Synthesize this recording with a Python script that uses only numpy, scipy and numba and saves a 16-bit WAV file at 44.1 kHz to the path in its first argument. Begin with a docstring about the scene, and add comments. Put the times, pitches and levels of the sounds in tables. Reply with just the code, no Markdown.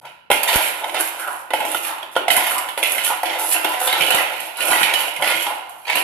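"""On a concrete floor in a bare, hard room, small stones are scooped with a spoon in a hand-held steel bowl.
Shoves, spills and scrapes are random impacts under slow envelopes, coloured by the kind of contact.
Knocks are bursts of rebounds with a short clank, pebbles sine ticks, bumps low swings, rubs gliding resonances.
Contacts ring damped modes of the bowl; close echoes and a room tail follow, over quiet air.
A phone hears it all with two unlike microphones."""
import sys
import numpy as np
from scipy import signal
from scipy.fft import rfft, irfft
from scipy.io import wavfile
from scipy.ndimage import uniform_filter1d
from numba import njit

SR = 44100
rng = np.random.default_rng(int(sys.argv[2]) if len(sys.argv) > 2 else 0)


def waveform_to_disk(signal):
    """Save audio, clipped to [-1, 1], as 16-bit WAV at the path in sys.argv[1]."""
    frames = np.transpose(np.atleast_2d(signal))
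    scaled = np.clip(frames, -1, 1) * 32767
    samples = np.round(scaled).astype(np.int16)
    wavfile.write(sys.argv[1], SR, samples)


N = 266089
TIME = np.arange(N) / SR
TOP_HZ = 15300

# source levels in the tables are relative, ahead of the trims in the code
# spoon and stones knocking on the bowl, rms over 5 ms:
# [t/s, wall thud level/dB, stone clack level/dB, edge crack level/dB, steel clank level/dB, clank f/Hz]
KNOCK_EVENTS = [(0.051, -61, -31.5, -52, -40, 2510), (0.302, -8, -17, -21, -7, 810),
                (0.314, -15.5, -8, -10.5, -21, 3550), (0.327, -13, -15, -18, -17, 1470),
                (0.432, -17, -17, -11, -35, 2840), (0.476, -30, -11, -33, -25, 3330),
                (0.487, -16, -9, -33, -22, 3760), (0.529, -18, -10, -26, -30, 2800),
                (0.541, -22, -11, -17, -38, 2750), (0.558, -17, -35, -8.5, -9, 1470),
                (0.842, -27, -21, -35, -28, 2210), (0.895, -30, -20, -40, -40, 855),
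                (0.944, -22, -18.5, -27, -30, 845), (1.0, -20, -31, -18, -14, 1500),
                (1.008, -17.5, -30, -12.5, -16.5, 1460), (1.196, -31, -32, -25.5, -28, 1410),
                (1.275, -23.5, -35, -26.5, -20, 1470), (1.505, -21, -22, -35, -30, 3400),
                (1.535, -13.5, -13.5, -21.5, -15, 910), (1.604, -20, -21, -24.5, -19, 920),
                (1.651, -24, -34, -20, -20.5, 640), (1.746, -27, -15.5, -21, -13.5, 1410),
                (1.767, -45, -28, -39, -21, 2780), (1.982, -42, -32, -34, -45, 2980),
                (2.028, -25.5, -25, -40, -36, 3400), (2.154, -27, -24, -40, -33, 3700),
                (2.164, -11.5, -11.5, -24, -10, 920), (2.18, -20.5, -33, -42, -19, 780),
                (2.281, -15, -10, -32, -16, 795), (2.303, -28, -4.5, -22, -11.5, 2150),
                (2.365, -16.5, -17, -7.5, -11, 2070), (2.375, -22, -12, -28, -9.5, 1030),
                (2.467, -38, -25, -14.5, -20.5, 2860), (2.509, -45, -36, -18, -10.5, 1430),
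                (2.581, -34, -30, -13.5, -23, 2900), (2.687, -34, -20.5, -25.5, -26, 3430),
                (2.776, -18.5, -15, -22.5, -38, 750), (2.828, -38, -10, -20, -19, 3330),
                (2.835, -44, -22, -15, -13.5, 2070), (2.864, -41, -22, -36, -25, 2070),
                (2.92, -20, -33, -14, -36, 1030), (2.981, -29, -16, -22, -37, 2860),
                (3.101, -17.5, -33, -27, -16.5, 1045), (3.232, -14, -19, -21, -21, 785),
                (3.256, -28, -16.5, -27, -23, 2910), (3.542, -32, -23, -17, -16, 2790),
                (3.562, -19.5, -37, -27, -15, 2750), (3.645, -9, -11, -17, -14, 1530),
                (3.745, -32, -29, -35, -25, 2900), (3.875, -28, -11.5, -22, -14, 1490),
                (3.927, -15.5, -14, -16.5, -15, 3910), (4.008, -21, -11.5, -28, -17, 3080),
                (4.02, -26, -15, -17, -19, 2420), (4.105, -14.5, -12.5, -12.5, -11.5, 2000),
                (4.146, -11.5, -17, -9.5, -8, 1460), (4.182, -26, -14, -21, -9, 2040),
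                (4.197, -30, -24, -29, -11, 2640), (4.402, -42, -41, -20.5, -38, 765),
                (4.57, -44, -36, -24, -40, 2850), (4.605, -31, -19, -24, -24, 2780),
                (4.715, -16, -17, -15, -4.5, 1480), (4.731, -30, -14, -15, -5, 2020),
                (4.811, -25, -34, -18, -9.5, 1480), (4.83, -42, -5.5, -19, -27, 2850),
                (4.937, -38, -7.5, -18, -13, 3000), (4.989, -41, -16, -24, -23, 2840),
                (5.005, -35, -23, -16.5, -31, 2840), (5.08, -42, -22, -40, -26, 2900),
                (5.162, -51, -18.5, -26, -37, 2780), (5.223, -14.5, -13, -21, -13, 2200),
                (5.274, -23, -13, -19, -15, 2600), (5.299, -34, -22, -24, -25, 2130),
                (5.363, -33, -21, -25, -30, 2800), (5.467, -21, -17.5, -35, -18.5, 1430),
                (5.852, -40, -29, -48, -28, 2620), (5.899, -29, -14.5, -27, -13.5, 2540),
                (5.955, -20, -16.5, -14.5, -14.5, 2790), (5.97, -18, -25, -20, -12, 2780)]
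# dull bumps against the floor: [t/s, level/dB, f/Hz, decay/s]
BUMP_EVENTS = [(0.03, -39, 138, 0.056), (0.314, -11.5, 54, 0.0028), (0.558, -0.5, 44, 0.0057),
               (2.3, -23, 60, 0.011), (2.372, -18, 55, 0.0052), (3.882, -27, 45, 0.0066),
               (4.005, -22.5, 150, 0.022), (4.157, -22, 50, 0.0049), (4.698, -24, 149, 0.013),
               (5.189, -33, 150, 0.08), (5.353, -31.5, 152, 0.034), (5.953, -26, 210, 0.0085)]
# shoves, the bowl's foot juddering over the floor: [t/s, length/s, level/dB, hollow of tilted wall f/Hz]
SHOVE_EVENTS = [(0.035, 0.03, -38, 1120), (0.305, 0.17, -29.5, 800), (0.496, 0.12, -24, 1010),
                (0.81, 0.069, -30, 810), (0.94, 0.039, -23.5, 990), (1.535, 0.11, -27.5, 610),
                (2.163, 0.047, -28, 800), (2.297, 0.064, -22.5, 760), (2.455, 0.1, -26.5, 1030),
                (2.775, 0.017, -32, 790), (2.9, 0.06, -29.5, 1250), (3.23, 0.042, -25.5, 830),
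                (3.384, .12, -31, 760), (3.54, 0.033, -25.5, 960), (3.645, 0.043, -26, 835),
                (3.81, 0.17, -23, 1280), (3.99, 0.22, -23, 810), (4.61, 0.1, -25, 755),
                (4.675, 0.11, -22, 1010), (4.879, 0.08, -29, 910), (5.19, 0.13, -28, 1040),
                (5.865, 0.063, -30, 694), (5.94, 0.067, -25, 730)]
# spills, pushed stones tumbling and settling: [t/s, length/s, level/dB, clack f/Hz]
SPILL_EVENTS = [(0.053, 0.02, -43, 2500), (0.31, 0.18, -28, 2740), (0.472, 0.041, -20.5, 3800),
                (0.54, 0.13, -23.5, 2030), (0.7, 0.26, -45, 2100), (0.94, 0.069, -26, 1700),
                (1.535, 0.2, -34.5, 2720), (1.84, 0.05, -29.5, 1600), (2.302, 0.2, -25, 2150),
                (2.827, 0.035, -22.5, 2580), (2.98, 0.11, -26, 3000), (3.25, 0.094, -26.5, 1930),
                (3.515, 0.029, -24.5, 2960), (3.64, 0.15, -30.5, 1830), (3.87, 0.13, -24, 3370),
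                (4.005, 0.17, -22, 3050), (4.23, 0.25, -33, 2400), (4.555, 0.051, -32, 2850),
                (4.6, 0.11, -24.5, 2730), (4.7, 0.2, -22, 2370), (4.937, 0.1, -26, 2000),
                (5.222, 0.1, -20.5, 1960), (5.35, 0.08, -29, 2970), (5.865, 0.047, -25, 2600),
                (5.912, 0.069, -23, 2640)]
# scrapes, grit crushed under steel: [t/s, length/s, level/dB]
SCRAPE_EVENTS = [(0.3, 0.061, -30), (0.47, 0.22, -25.5), (0.98, 0.096, -28), (1.16, 0.064, -33),
                 (1.385, 0.024, -38.5), (1.645, 0.13, -28), (1.82, 0.054, -24.5), (2.11, 0.047, -40),
                 (2.302, 0.031, -16.5), (2.34, 0.21, -26.5), (2.86, 0.12, -26), (3.03, 0.052, -18.5),
                 (3.38, 0.062, -23), (3.45, 0.075, -21), (3.512, 0.024, -15), (3.68, 0.076, -31),
                 (3.79, 0.089, -22), (3.96, 0.26, -28.5), (4.595, 0.09, -27.5), (4.67, 0.096, -22),
                 (4.79, 0.066, -24.5), (4.96, 0.062, -28), (5.205, 0.16, -30.5), (5.39, 0.038, -25),
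                 (5.685, 0.0093, -39), (5.945, 0.062, -28.5)]
# hands keeping bowl and stones faintly astir: [t/s, length/s, level/dB]
HANDLING_EVENTS = [(0.012, 0.026, -60), (0.31, 1.03, -44.5), (1.53, 0.36, -44.5), (2.3, 0.39, -45.5),
                   (2.78, 0.36, -41), (3.24, 1.233, -43), (4.58, 0.51, -39.5), (5.21, 0.28, -40.5),
                   (5.68, 0.36, -55.5)]
# rubs, the dragged wall singing hollowly: [t/s, length/s, level/dB, start f/Hz, end f/Hz]
RUB_EVENTS = [(1.185, 0.1, -28, 1410, 1290), (1.28, 0.07, -30.5, 1060, 950),
              (1.84, 0.03, -24.5, 1380, 1250), (1.859, 0.085, -25, 880, 950),
              (2.546, 0.058, -25.5, 920, 900), (3.088, 0.038, -22, 920, 814),
              (3.528, 0.18, -33, 1400, 1450), (5.451, 0.085, -24.5, 870, 815),
              (5.675, 0.024, -34, 850, 780)]
# modes of the hand-held bowl: [f/Hz, level/dB, t60/s]
BOWL_MODES = [(332.8, 4, 0.29), (527, -1.5, 0.16), (663, -4, 0.31), (740.7, 0, 0.17), (852, -10.5, 0.4),
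              (995, -5, 0.17), (1250, -22, 0.25), (1433, -8.5, 0.058), (1830, -3, 0.1), (1893, -3, 0.063),
              (2112, 0.5, 0.084), (2077, 0.5, 0.1), (2330, -12, 0.21), (2535, -5.5, 0.099),
              (2845, -2, 0.15), (2956, -13, 0.062), (3640, -5, 0.021)]
# contact spectra of wall, stone and grit: [f/Hz, level/dB]
WALL_SPECTRUM = [(40, -26), (130, -32), (240, -12.5), (310, -2), (430, -10), (560, -1), (800, -1),
                 (1000, -1.5), (1160, -13.5), (1430, -1.5), (1750, -14.5), (3000, -11), (7000, -51.5)]
STONE_SPECTRUM = [(45, -30), (95, -24), (150, -9.5), (230, -11.5), (310, -10), (700, -2.5), (1250, -15),
                  (1650, -4.5), (2050, 0), (2950, 0.5), (3400, -4), (4400, -11), (5800, -18.5),
                  (15000, -19)]
GRIT_SPECTRUM = [(300, -25), (2000, -2), (4000, -9.5), (5500, -11), (7000, -8.5), (9000, -2), (10200, -2.5),
                 (12000, 3), (13500, 2.5), (15000, -4)]
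# colour of the microphones: [f/Hz, left level/dB, right level/dB]
PORT_SPECTRA = [(102, -15.5, -13.5), (483, -2.5, -3), (810, -1.5, 0.5), (1910, -3.5, 0.5),
                (3070, -7.5, 5.5), (3430, -3, 1.5), (4800, -1.5, 4), (6070, 2, 1.5), (8040, 5, -6),
                (8750, -0.5, 1), (10720, -2, 10), (11740, -10, 5.5), (14040, -12.5, -10.5)]
# quiet air of the room: [f/Hz, level/dB]
AIR_SPECTRUM = [(30, 5), (90, 12.5), (140, 13.5), (220, 10), (800, -17), (3000, -37), (15000, -47)]
# shape shared by movements of a kind: (attack/s, sag/(dB/s), release/s); negative sag swells
SHOVE_SHAPE, SPILL_SHAPE = (0.0048, 4, 0.034), (0.0062, 15.5, 0.037)
SCRAPE_SHAPE, RUB_SHAPE = (0.0098, -11, 0.011), (0.015, -3, 0.021)
HANDLING_SHAPE = (0.0029, 1.0, 0.076)


def undb(db):
    """Decibels to gain."""
    return 10 ** (np.asarray(db) / 20)


def unit(x):
    """Scale to rms 1."""
    return x / np.sqrt(np.mean(x ** 2))


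def convolve(x, response):
    """Pass a sound through a response."""
    return signal.oaconvolve(x, response)[:N]


def butter(x, order, hz, kind):
    """Butterworth filter."""
    return signal.sosfilt(signal.butter(order, hz, kind, fs=SR, output="sos"), x)


def colour(points, size=2048):
    """Minimum-phase click with the given (Hz, dB) spectrum, by folding the cepstrum."""
    hz, db = np.transpose(points)
    bins_hz = np.maximum(np.arange(size // 2 + 1) * SR / size, 1)
    gain = undb(np.interp(np.log(bins_hz), np.log(hz), db))
    cepstrum = irfft(np.log(gain))
    cepstrum[1:size // 2] *= 2
    cepstrum[size // 2 + 1:] = 0
    return irfft(np.exp(rfft(cepstrum)))


def contact(force, spectrum):
    """Colour a force by the kind of contact, through a click of energy 1."""
    click = colour(spectrum)
    return convolve(force, click / np.linalg.norm(click))


@njit
def band_pass(x, hz, width_hz):
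    """State-variable resonance with a moving centre, gain 1 at the centre."""
    y, band, low = np.empty(len(x)), 0., 0.
    for i in range(len(x)):
        g, k = np.tan(np.pi * hz[i] / SR), width_hz / hz[i]
        v = (band + g * (x[i] - low)) / (1 + g * (g + k))
        band, low, y[i] = 2 * v - band, low + 2 * g * v, k * v
    return y


def wander(rate_hz):
    """Smooth random path that turns about rate_hz times a second; rms 1."""
    hold = int(SR / rate_hz)
    steps = np.repeat(rng.standard_normal(N // hold + 1), hold)[:N]
    return unit(uniform_filter1d(steps, hold))


def grains(rate_hz, spread_db, size=N):
    """Random tiny impacts, many weak and a few strong; rms 1."""
    strength = undb(spread_db * np.minimum(rng.exponential(size=size), 4))
    hits = rng.random(size) < rate_hz / SR
    return unit(hits * strength * rng.choice([-1, 1], size))


def catches(rate_hz, depth_db):
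    """Uneven grip: a gain that jumps about as a rubbed surface catches and slips; rms 1."""
    hold = int(SR / rate_hz)
    steps = np.repeat(rng.uniform(-1, 1, N // hold + 1), hold)[:N]
    return unit(uniform_filter1d(undb(depth_db * steps), hold // 2))


def movements(rows, attack_s, sag_db_per_s, release_s):
    """Strength over time: each movement gets going, sags (or swells) and comes to rest; powers add."""
    power = np.zeros(N)
    for start_s, length_s, db, *_ in rows:
        start = int(start_s * SR)
        age_s = TIME[:min(N - start, int((length_s + 8 * release_s) * SR))]
        rise = np.minimum(age_s / attack_s, 1)
        rest = np.exp(-np.maximum(age_s - length_s, 0) / release_s)
        power[start:start + len(age_s)] += (undb(db - sag_db_per_s * age_s) * rise * rest) ** 2
    return np.sqrt(power)


def pitch_of(rows):
    """Resonance in Hz: holds through each movement, shifts for the next as bowl tilts or other stones roll."""
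    start_s, _, _, hz = np.transpose(rows)
    latest = np.maximum(np.searchsorted(start_s, TIME) - 1, 0)
    return uniform_filter1d(hz[latest], size=1024)


def port_noise(apart_hz, size):
    """Sound from all sides: alike at both ports in the bass, unrelated above."""
    mid, side = rng.standard_normal((2, size))
    side = butter(side, 2, apart_hz, "high")
    return np.array([mid + side, mid - side])


def spread(x, responses):
    """Send a sound to both ports through two responses of energy 1."""
    return np.array([convolve(x, r / np.linalg.norm(r)) for r in responses])


def room_air():
    """Quiet air: coloured noise, independent at each port."""
    return np.array([contact(rng.standard_normal(N), AIR_SPECTRUM) for _ in range(2)])


def judder(astir):
    """The foot judders over the floor: impacts on the wall, plus the hollow of the tilted bowl."""
    strength = np.hypot(movements(SHOVE_EVENTS, *SHOVE_SHAPE), undb(10.5) * astir)
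    force = strength * grains(rate_hz=1800, spread_db=1.5)
    hollow = band_pass(force, pitch_of(SHOVE_EVENTS), 740.0)
    return contact(force + undb(4.5) * hollow, WALL_SPECTRUM)


def tumble(astir):
    """Stones tumble: uneven impacts, plus a clack resonance that wanders in pitch."""
    strength = np.hypot(movements(SPILL_EVENTS, *SPILL_SHAPE), astir)
    force = strength * unit(catches(rate_hz=300, depth_db=4.5) * grains(rate_hz=1500, spread_db=1.0))
    # the clack resonance drifts around the pitch of each spill
    clack_hz = pitch_of(SPILL_EVENTS) * (1 + 0.072 * wander(rate_hz=39))
    clack = band_pass(force, clack_hz, 370.0)
    return contact(force + undb(1.0) * clack, STONE_SPECTRUM)


def grind(astir):
    """Grit is crushed under steel: it breaks in tiny bursts of sharp cracks."""
    strength = np.hypot(movements(SCRAPE_EVENTS, *SCRAPE_SHAPE), undb(7.0) * astir)
    bursts = catches(rate_hz=330, depth_db=7.0)
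    return contact(strength * bursts * grains(rate_hz=4200, spread_db=3.0), GRIT_SPECTRUM)


def scooping(judder_db, tumble_db, grind_db):
    """Foot, stones and grit in motion, all kept faintly astir by the hands."""
    astir = movements(HANDLING_EVENTS, *HANDLING_SHAPE)
    return undb(judder_db) * judder(astir) + undb(tumble_db) * tumble(astir) + undb(grind_db) * grind(astir)


def bumps(soft_hz):
    """Soft, heavy contacts with the floor: a sudden push and a low swing that dies away."""
    out, age_s = np.zeros(2 * N), TIME[:SR // 4]
    for start_s, db, hz, decay_s in BUMP_EVENTS:
        start = int(start_s * SR)
        swing = np.cos(2 * np.pi * hz * age_s) * np.exp(-age_s / decay_s)
        out[start:start + len(age_s)] -= undb(db) * swing
    return butter(out[:N], 2, [25, soft_hz], "band")


def chatter(decay_s, first, rise_s, size=2048):
    """Force of one knock: a sharp first touch, then rebounds that build quickly and die."""
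    age_s = TIME[:size]
    rebounds = grains(rate_hz=4500, spread_db=2.5, size=size)
    force = rebounds * np.minimum(age_s / rise_s, 1) * np.exp(-age_s / decay_s)
    force /= np.linalg.norm(force)
    force[0] += first
    return force


def knocks(wall_db, stone_db, edge_db, clank_db, clank_s):
    """Knocks thud on the wall, clack the stone, crack grit and clank at the pitch of the spot they hit."""
    out, age_s = np.zeros(2 * N), TIME[:2048]
    clicks = [colour(spectrum) for spectrum in (WALL_SPECTRUM, STONE_SPECTRUM, GRIT_SPECTRUM)]
    trims_db = [wall_db, stone_db, edge_db, clank_db]
    for start_s, *levels_db, hz in KNOCK_EVENTS:
        start = int(start_s * SR)
        # the springy wall chatters on, the hard stone is done sooner
        long = chatter(decay_s=0.01, first=0.39, rise_s=0.0012)
        short = chatter(decay_s=0.0044, first=0.32, rise_s=0.00029)
        clank = np.sin(2 * np.pi * hz * age_s) * np.exp(-age_s / clank_s)
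        pairs = zip((long, short, short, short), clicks + [clank])
        sounds = [convolve(force, response) for force, response in pairs]
        for sound, db in zip(sounds, np.add(levels_db, trims_db)):
            level = undb(db) * np.sqrt(.005 * SR) / np.linalg.norm(sound)  # rms over 5 ms
            out[start:start + len(sound)] += level * sound
    return out[:N]


def pebbles(rate_hz, low_hz, high_hz, ring_s, scatter_db, count=3000):
    """Pebbles tick on steel during spills: short sines, each with its own pitch and one rebound."""
    out, age_s = np.zeros(N + 1024), TIME[:256]
    draws = rng.random((count, 4))
    times_s = np.cumsum(-np.log(1 - draws[:, 0])) / rate_hz
    for tick_s, (_, pitch, strength, hop) in zip(times_s, draws):
        hz = low_hz * (high_hz / low_hz) ** pitch
        tick = undb(scatter_db * strength) * np.sin(2 * np.pi * hz * age_s) * np.exp(-age_s / ring_s)
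        for hit_s, share in ((tick_s, 1), (tick_s + 0.008 * hop, .5)):
            start = int(hit_s * SR)
            if start < N:
                out[start:start + len(age_s)] += share * tick
    ticks = butter(out[:N], 2, 900, "high")
    return unit(ticks) * movements(SPILL_EVENTS, *SPILL_SHAPE)


def rubbing(spread_db, waver, width_hz):
    """Stick and slip drive a narrow hollow resonance, which glides as the bowl tilts."""
    out = np.zeros(N)
    slips = grains(rate_hz=2000, spread_db=spread_db)
    drift = 1 + waver * wander(rate_hz=45)
    for row in RUB_EVENTS:
        start_s, length_s, _, *ends_hz = row
        hz = np.interp(TIME, [start_s, start_s + length_s], ends_hz) * drift
        hollow = band_pass(band_pass(slips, hz, width_hz), hz, width_hz)
        out += unit(hollow) * movements([row], *RUB_SHAPE)
    return out


def bowl(x, ring_db, detune):
    """Damped steel modes; drive varies as the contact point moves, pitch with grip and load."""
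    out = x.copy()
    for hz, db, t60_s in BOWL_MODES:
        drive = x * np.tanh(2 * wander(rate_hz=14))
        mode_hz = hz * (1 + detune * wander(rate_hz=8))
        width_hz = np.log(1000) / (np.pi * t60_s)
        out += undb(db + ring_db) * band_pass(drive, mode_hz, width_hz)
    return out


def reflections(x, decay_s, count=5, size=1024):
    """Quick echoes inside the bowl and off the floor; their pattern shifts as the bowl tilts."""
    fade = np.exp(-TIME[:size] / decay_s)
    shares = np.array([wander(rate_hz=16) for _ in range(count)])
    shares /= np.linalg.norm(shares, axis=0)
    return sum(spread(x * share, port_noise(apart_hz=850, size=size) * fade) for share in shares)


def room(x, t60_low_s, t60_high_s, treble_db):
    """Tail of the bare walls: decaying noise; the treble comes back weaker and dies sooner."""
    age_s = TIME[:3 * SR // 4]
    noise = port_noise(apart_hz=600, size=len(age_s)) * np.clip(age_s / 0.0053, 0, 1)  # builds up
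    low, high = (butter(x, 3, 4500, kind) for kind in ("low", "high"))
    low_tail, high_tail = (noise * np.exp(-np.log(1000) * age_s / t60_s) for t60_s in (t60_low_s, t60_high_s))
    return spread(low, low_tail) + undb(treble_db) * spread(high, high_tail)


def scene():
    """Contacts sound through the bowl into the room; bumps and air are added directly."""
    contacts = (scooping(judder_db=-4.5, tumble_db=-1.75, grind_db=0.27)
                + knocks(wall_db=0.5, stone_db=-3.5, edge_db=-0.6, clank_db=-2.64, clank_s=0.0028)
                + undb(-5.2) * pebbles(rate_hz=280, low_hz=1600, high_hz=3690, ring_s=0.00034, scatter_db=13.5)
                + rubbing(spread_db=2.5, waver=0.055, width_hz=370.0))
    steel = bowl(contacts, ring_db=5.0, detune=0.0096)
    direct = np.array([steel, np.roll(steel, 2)])  # reaches the left port first
    near = undb(-6.5) * direct + undb(-4.5) * reflections(steel, decay_s=0.0032)
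    walls = undb(-3.0) * room(steel, t60_low_s=0.78, t60_high_s=0.35, treble_db=-1.0)
    floor = undb([[1.5], [-4]]) * bumps(soft_hz=393)  # stronger at the left port
    return near + walls + floor + undb(-55.5) * room_air()


def record(dry):
    """Each microphone port has its own colour; the highest peaks are rounded and the top is cut."""
    ports = np.array(PORT_SPECTRA)
    coloured = np.array([convolve(x, colour(ports[:, [0, k + 1]])) for k, x in enumerate(dry)])
    rounded = coloured / (1 + (coloured / .9) ** 6) ** (1 / 6)
    return signal.sosfilt(signal.ellip(8, .2, 70, TOP_HZ, fs=SR, output="sos"), rounded)


dry = scene()
out = record(dry)
waveform_to_disk(out)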